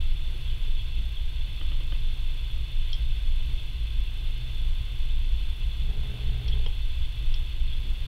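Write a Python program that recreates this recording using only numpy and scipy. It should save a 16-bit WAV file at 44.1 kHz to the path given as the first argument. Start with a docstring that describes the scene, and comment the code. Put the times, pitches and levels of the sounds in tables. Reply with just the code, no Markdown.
"""Desktop computer starting up

A desktop computer starts up in a small room, close to a cheap camera.
Its fans rumble and hiss as noise shaped by resonances, over a mains hum and thin whines (wavering sines).
Bumps, knocks and ticks are struck, decaying modes; a drive hums, chatters and stops with a clack.
The camera's electronics add a faint buzz, one burst of spikes for each picture."""
import sys
import numpy as np
from scipy import signal
from scipy.fft import rfft, irfft
from scipy.io import wavfile

SR = 44100
rng = np.random.default_rng(int(sys.argv[2]) if len(sys.argv) > 2 else 0)


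def digitize_waveform(pressure):
    """Quantize a signal to 16-bit integers and store it at the path in sys.argv[1].

    Rows of a 2-D input are taken as channels; values are limited to [-1, 1].
    """
    field = np.atleast_2d(pressure).T
    bounded = np.clip(field, -1, 1)
    quanta = np.round(bounded * 32767).astype(np.int16)
    wavfile.write(sys.argv[1], SR, quanta)


N = 355887
TIME = np.arange(N) / SR
FREQS = np.fft.rfftfreq(N, 1 / SR)


def amp(db):
    """Level law: decibels to amplitude gain."""
    return 10 ** (np.asarray(db) / 20)


def evened(x):
    """Normalization: scales a signal to an rms of one."""
    return x / np.sqrt(np.mean(x ** 2) + 1e-20)


def spectrum(points):
    """Spectral envelope: gain at every frequency, from points joined in dB on a log axis."""
    hz, db = np.transpose(points)
    return amp(np.interp(np.log(FREQS + 1), np.log(hz + 1), db))


def resonances(rows):
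    """Power addition: bell-shaped resonances, each as wide as its half-power bandwidth."""
    power = 0
    for hz, width_hz, db in rows:
        bell = .5 ** ((2 * (FREQS - hz) / width_hz) ** 2)
        power = power + amp(db) ** 2 * bell
    return np.sqrt(power)


def noise(gain):
    """Spectral shaping: filters white noise to the given strength per root hertz."""
    white = rng.standard_normal(N)
    return irfft(rfft(white) * gain, N) * np.sqrt(SR / 2)


def drift(rate):
    """Slow random modulation: low-passed noise of rms one, up to about rate changes a second."""
    lowpass = np.exp(-(FREQS / rate) ** 2) * (FREQS > 0)
    return evened(noise(lowpass))


def add(mix, s, sound):
    """Superposition: mixes a sound in at time s."""
    part = mix[round(s * SR):][:len(sound)]
    part += sound[:len(part)]


def fans(rumble_db=.5, surge_db=0.5, surges_per_s=1.8, air_swell_db=.5, flutter_db=0.82):
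    """Turbulent air: a surging rumble, a broad rush and a fluttering hiss in the case resonances."""
    # rumble before its surge and trim: pitch_hz, density_db (per Hz)
    rumble_points = [(3, -88), (10, -47), (18, -38), (23, -34.5), (30, -48.5), (44, -46.5), (55, -43.5),
                     (70, -58), (100, -63), (132, -63.5), (148, -75.5), (220, -83.5), (400, -102),
                     (900, -125)]
    # broad rush of air: pitch_hz, density_db (per Hz)
    air_points = [(60, -115), (300, -83), (450, -88), (700, -91.5), (1400, -93), (1800, -95), (3800, -91),
                  (4800, -101), (6500, -105), (11000, -105), (12500, -107), (15700, -108)]
    # resonances that colour the hiss: pitch_hz, width_hz, density_db (per Hz)
    hiss_rows = [(1028, 100, -92), (1584, 150, -90.5), (2117, 290, -87.5), (2500, 256, -85),
                 (2672, 142, -78.5), (3012, 170, -79.5), (3214, 190, -83), (3425, 174, -73.5),
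                 (3605, 118, -77), (4045, 175, -88.5), (4290, 214, -87), (4534, 174, -92),
                 (5150, 590, -102), (5920, 310, -105)]
    surge = amp(rumble_db + surge_db * drift(surges_per_s))
    rumble_gain = spectrum(rumble_points)
    deep = 1 / (1 + (FREQS / 85) ** 8)  # share of the power that surges and takes the trim
    surging = noise(rumble_gain * np.sqrt(deep)) * surge
    steady = noise(rumble_gain * np.sqrt(1 - deep))
    air = noise(spectrum(air_points)) * amp(air_swell_db * drift(5.4))
    hiss = noise(resonances(hiss_rows)) * amp(flutter_db * drift(22))
    return surging + steady + air + hiss


def tones(waver_db=0.94):
    """Periodic sources: mains hum and thin whines as sines wavering a little in pitch and level."""
    # hum and whines: pitch_hz, level_db (rms, before waver), wander_hz (rms)
    tone_rows = [(120, -50, .25), (2874, -63.5, 1.8), (6016, -87.5, 1.5), (11473, -84.5, 1.0)]
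    out = np.zeros(N)
    for hz, db, wander_hz in tone_rows:
        turns = np.cumsum(hz + wander_hz * drift(4.8)) / SR
        level = np.sqrt(2) * amp(db + waver_db * drift(4.6))
        out += level * np.sin(2 * np.pi * turns)
    return out


def camera_buzz(level_db=4, low_hz=4500, picture_hz=29.496):
    """Electrical leakage: thin band-limited spikes enter the microphone line with every picture."""
    # spikes within each picture: start_s (after its start), level_db (before gain and high-pass)
    spike_rows = [(.00108, -53), (.00484, -46), (.00547, -45), (.00609, -48)]
    starts = np.arange(0, TIME[-1] - 1 / picture_hz / 2, 1 / picture_hz)
    out = np.zeros(N)
    for s, db in spike_rows:
        place = (starts + s)[:, None] * SR
        near = np.round(place).astype(int) + np.arange(-16, 17)
        out[near] += amp(db + level_db) * np.sinc(near - place)  # centred between samples
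    highpass = signal.butter(2, low_hz, "high", fs=SR, output="sos")
    return signal.sosfilt(highpass, out)


def hits(rows, modes):
    """Modal excitation: blows start decaying modes; soft contact builds up slowly and dulls the highest."""
    t, out = TIME[:SR // 4], np.zeros(N)
    for s, level_db, pitch, contact_s in rows:
        ring = 0
        for hz, db, t60 in modes:
            dulled = 1 / (1 + contact_s / 0.0068 * (hz / 3700) ** 6)
            decay = amp(db - 60 * t / t60)
            ring += dulled * decay * np.sin(2 * np.pi * (hz * pitch * t + rng.random()))  # random phase
        onset = 1 - np.exp(-t / contact_s)
        add(out, s, amp(level_db) * ring * onset)
    return out


def cracks(rows, level_db, t60, low_hz, high_hz, hard_s=0.00082):
    """High modal density: a blow's dense modes merge into a decaying noise burst, weaker for long contact."""
    t, out = TIME[:SR // 10], np.zeros(N)
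    decay = np.exp(-np.log(1000) * t / t60)
    for s, db, _, contact_s in rows:
        add(out, s, amp(db + level_db) / (1 + contact_s / hard_s) * decay)
    band = signal.butter(8, [low_hz, high_hz], "band", fs=SR, output="sos")
    burst = signal.sosfilt(band, out * rng.standard_normal(N))
    return burst * np.sqrt(SR / 2 / (high_hz - low_hz))  # makes up for the power outside the band


def bumps():
    """Modal excitation: dull bumps of long contact ring only low modes."""
    # bumps: start_s, level_db, pitch_factor, contact_s
    bump_rows = [(.340, -57, 1.4, 0.0037), (.672, -61, 1.63, .004), (.972, -43, 0.95, 0.022),
                 (7.842, -51, 1.1, .006), (7.880, -52.5, 0.99, 0.0062)]
    # what a bump rings with: pitch_hz, level_db (relative), t60_s
    bump_modes = [(199, 5, 0.17), (255, 6.5, 0.17), (340, 2.5, 0.11), (426, -4, 0.11)]
    return hits(bump_rows, bump_modes)


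def flares():
    """Amplitude modulation: short Gaussian swells of hiss in one case resonance."""
    # brief flares: start_s (time of the peak), density_db (per Hz, before the resonance), length_s
    flare_rows = [(0.487, -71.5, .021), (0.801, -72.5, .028), (1.179, -71.5, .02), (6.531, -68, 0.012),
                  (7.733, -74, 0.025)]
    # the resonance that flares: pitch_hz, width_hz, gain_db
    flare_ring = [(3350, 240, 3.5)]
    swell = sum(amp(db) * np.exp(-((TIME - s) / length) ** 2) for s, db, length in flare_rows)
    return swell * noise(resonances(flare_ring))


def knocks():
    """Modal excitation: soft knocks ring separate modes and a burst of dense ones."""
    # knocks: start_s, level_db, pitch_factor, contact_s
    knock_rows = [(1.611, -34.5, 1.02, .0013), (1.717, -38.5, .99, 0.00083), (1.807, -43, 0.98, 0.0011),
                  (1.922, -33.5, 1.02, 0.0019)]
    # what a knock rings with: pitch_hz, level_db (relative), t60_s
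    knock_modes = [(293, -5, 0.072), (547, -12.5, 0.068), (1010, -21, .02), (1200, -6, 0.035),
                   (1440, -20, 0.022), (3030, 6, 0.024), (3240, 0, 0.022)]
    burst = cracks(knock_rows, level_db=1.0, t60=0.038, low_hz=251, high_hz=3440)
    return hits(knock_rows, knock_modes) + burst


def ticks():
    """Modal excitation: light ticks ring high modes and a bright burst of dense ones."""
    # ticks: start_s, level_db, pitch_factor, contact_s
    tick_rows = [(2.930, -29, 1.0, .0006), (2.941, -32, 1.0, 0.0017), (2.953, -44, 1.0, .002),
                 (6.481, -33.5, 1, 0.00018), (7.341, -36.5, 1.0, 0.000087)]
    # what a tick rings with: pitch_hz, level_db (relative), t60_s
    tick_modes = [(3200, 1.5, 0.033), (3300, 0.5, 0.034), (4270, -12, .018), (5460, -13, .022)]
    burst = cracks(tick_rows, level_db=-2.5, t60=0.016, low_hz=3400, high_hz=5670)
    return hits(tick_rows, tick_modes) + burst


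def drive(steps_per_s=45, jitter=.18, step_db=-47, effort_db=1.0):
    """Rotation and impacts: a motor hums and whirrs while the head chatters in quick, uneven steps."""
    # motor tone: start_s, pitch_hz, level_db (rms)
    motor_rows = [(5.78, 175.2, -71), (5.84, 154.6, -46.5), (5.921, 125.8, -41.5), (6.08, 120.2, -59.5),
                  (6.18, 119.5, -40.5), (6.57, 120.1, -40), (6.66, 117, -54)]
    # resonances of the running drive: pitch_hz, width_hz, density_db (per Hz, before effort)
    whirr_rows = [(167, 59, -70), (258, 96, -84), (419, 45, -79.5), (750, 120, -92.5), (1500, 1400, -97)]
    # what each step of the head rings with: pitch_hz, level_db (relative), t60_s
    step_modes = [(406, -5.5, 0.1), (440, -7, 0.092), (593, -3, 0.022), (760, 1.5, 0.016), (980, -8, .012),
                  (1410, -7, 0.011), (1750, -3, .01), (2110, 2, 0.011)]
    start_s, stop_s, attack_s, release_s = 5.79, 6.68, .11, 0.075

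    s, hz, db = np.transpose(motor_rows)
    turns = np.cumsum(np.interp(TIME, s, hz)) / SR
    motor_level = np.sqrt(2) * np.interp(TIME, s, amp(db), left=0, right=0)
    motor = motor_level * np.sin(2 * np.pi * turns)

    # whirr and chatter come up to full effort, hold, and let go
    rise, fall = (TIME - start_s) / attack_s, (stop_s - TIME) / release_s
    effort = amp(effort_db) * np.clip(np.minimum(rise, fall), 0, 1)
    gaps = 1 + jitter * rng.standard_normal(size=48)
    steps = start_s + np.cumsum(gaps) / steps_per_s
    chatter = hits([(at, step_db, 1, .001) for at in steps], step_modes)
    whirr = noise(resonances(whirr_rows))
    return motor + effort * (whirr + chatter)


def clack():
    """Modal excitation: the drive reaches its stop and rings its modes with a burst of dense ones."""
    # the stop: start_s, level_db, pitch_factor, contact_s
    clack_rows = [(6.662, -31.5, 0.98, 0.00089)]
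    # what the clack rings with: pitch_hz, level_db (relative), t60_s
    clack_modes = [(249, -9.5, 0.057), (427, -5.5, 0.036), (525, -7, 0.032), (834, -20, 0.18),
                   (950, -14, .014), (2230, -6, 0.018), (2990, -2.5, 0.042), (3290, 3.5, 0.04)]
    burst = cracks(clack_rows, level_db=-1.0, t60=0.032, low_hz=350, high_hz=4850)
    return hits(clack_rows, clack_modes) + burst


def room(x, wet_db, t60):
    """Reverberation: convolves with sparse, decaying reflections from the desk and near walls."""
    t = TIME[:SR // 3]
    signs = rng.choice([-1., 1.], len(t))
    present = rng.random(len(t)) < 2000 / SR  # about 2000 reflections a second
    taps = signs * present * (t > .002) * np.exp(-np.log(1000) * t / t60)
    return x + amp(wet_db) * signal.fftconvolve(x, taps / np.linalg.norm(taps))[:N]


def scene():
    """Superposition: the running computer and its small mechanical sounds; only separate blows reverberate."""
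    blows = room(bumps() + knocks() + ticks() + clack(), wet_db=-7, t60=0.15)
    return (fans() + tones() + flares() + drive() + blows)[None]


def record(dry, edge_hz=15720):
    """Band limiting: the camera adds its buzz and low-passes the sum, faded briefly at both ends."""
    lowpass = signal.firwin(1023, edge_hz, window=("kaiser", 9), fs=SR)
    fade = signal.windows.tukey(N, .002)
    return signal.oaconvolve(fade * (dry + camera_buzz()), lowpass[None], "same", axes=1)


dry = scene()
out = record(dry)
digitize_waveform(out)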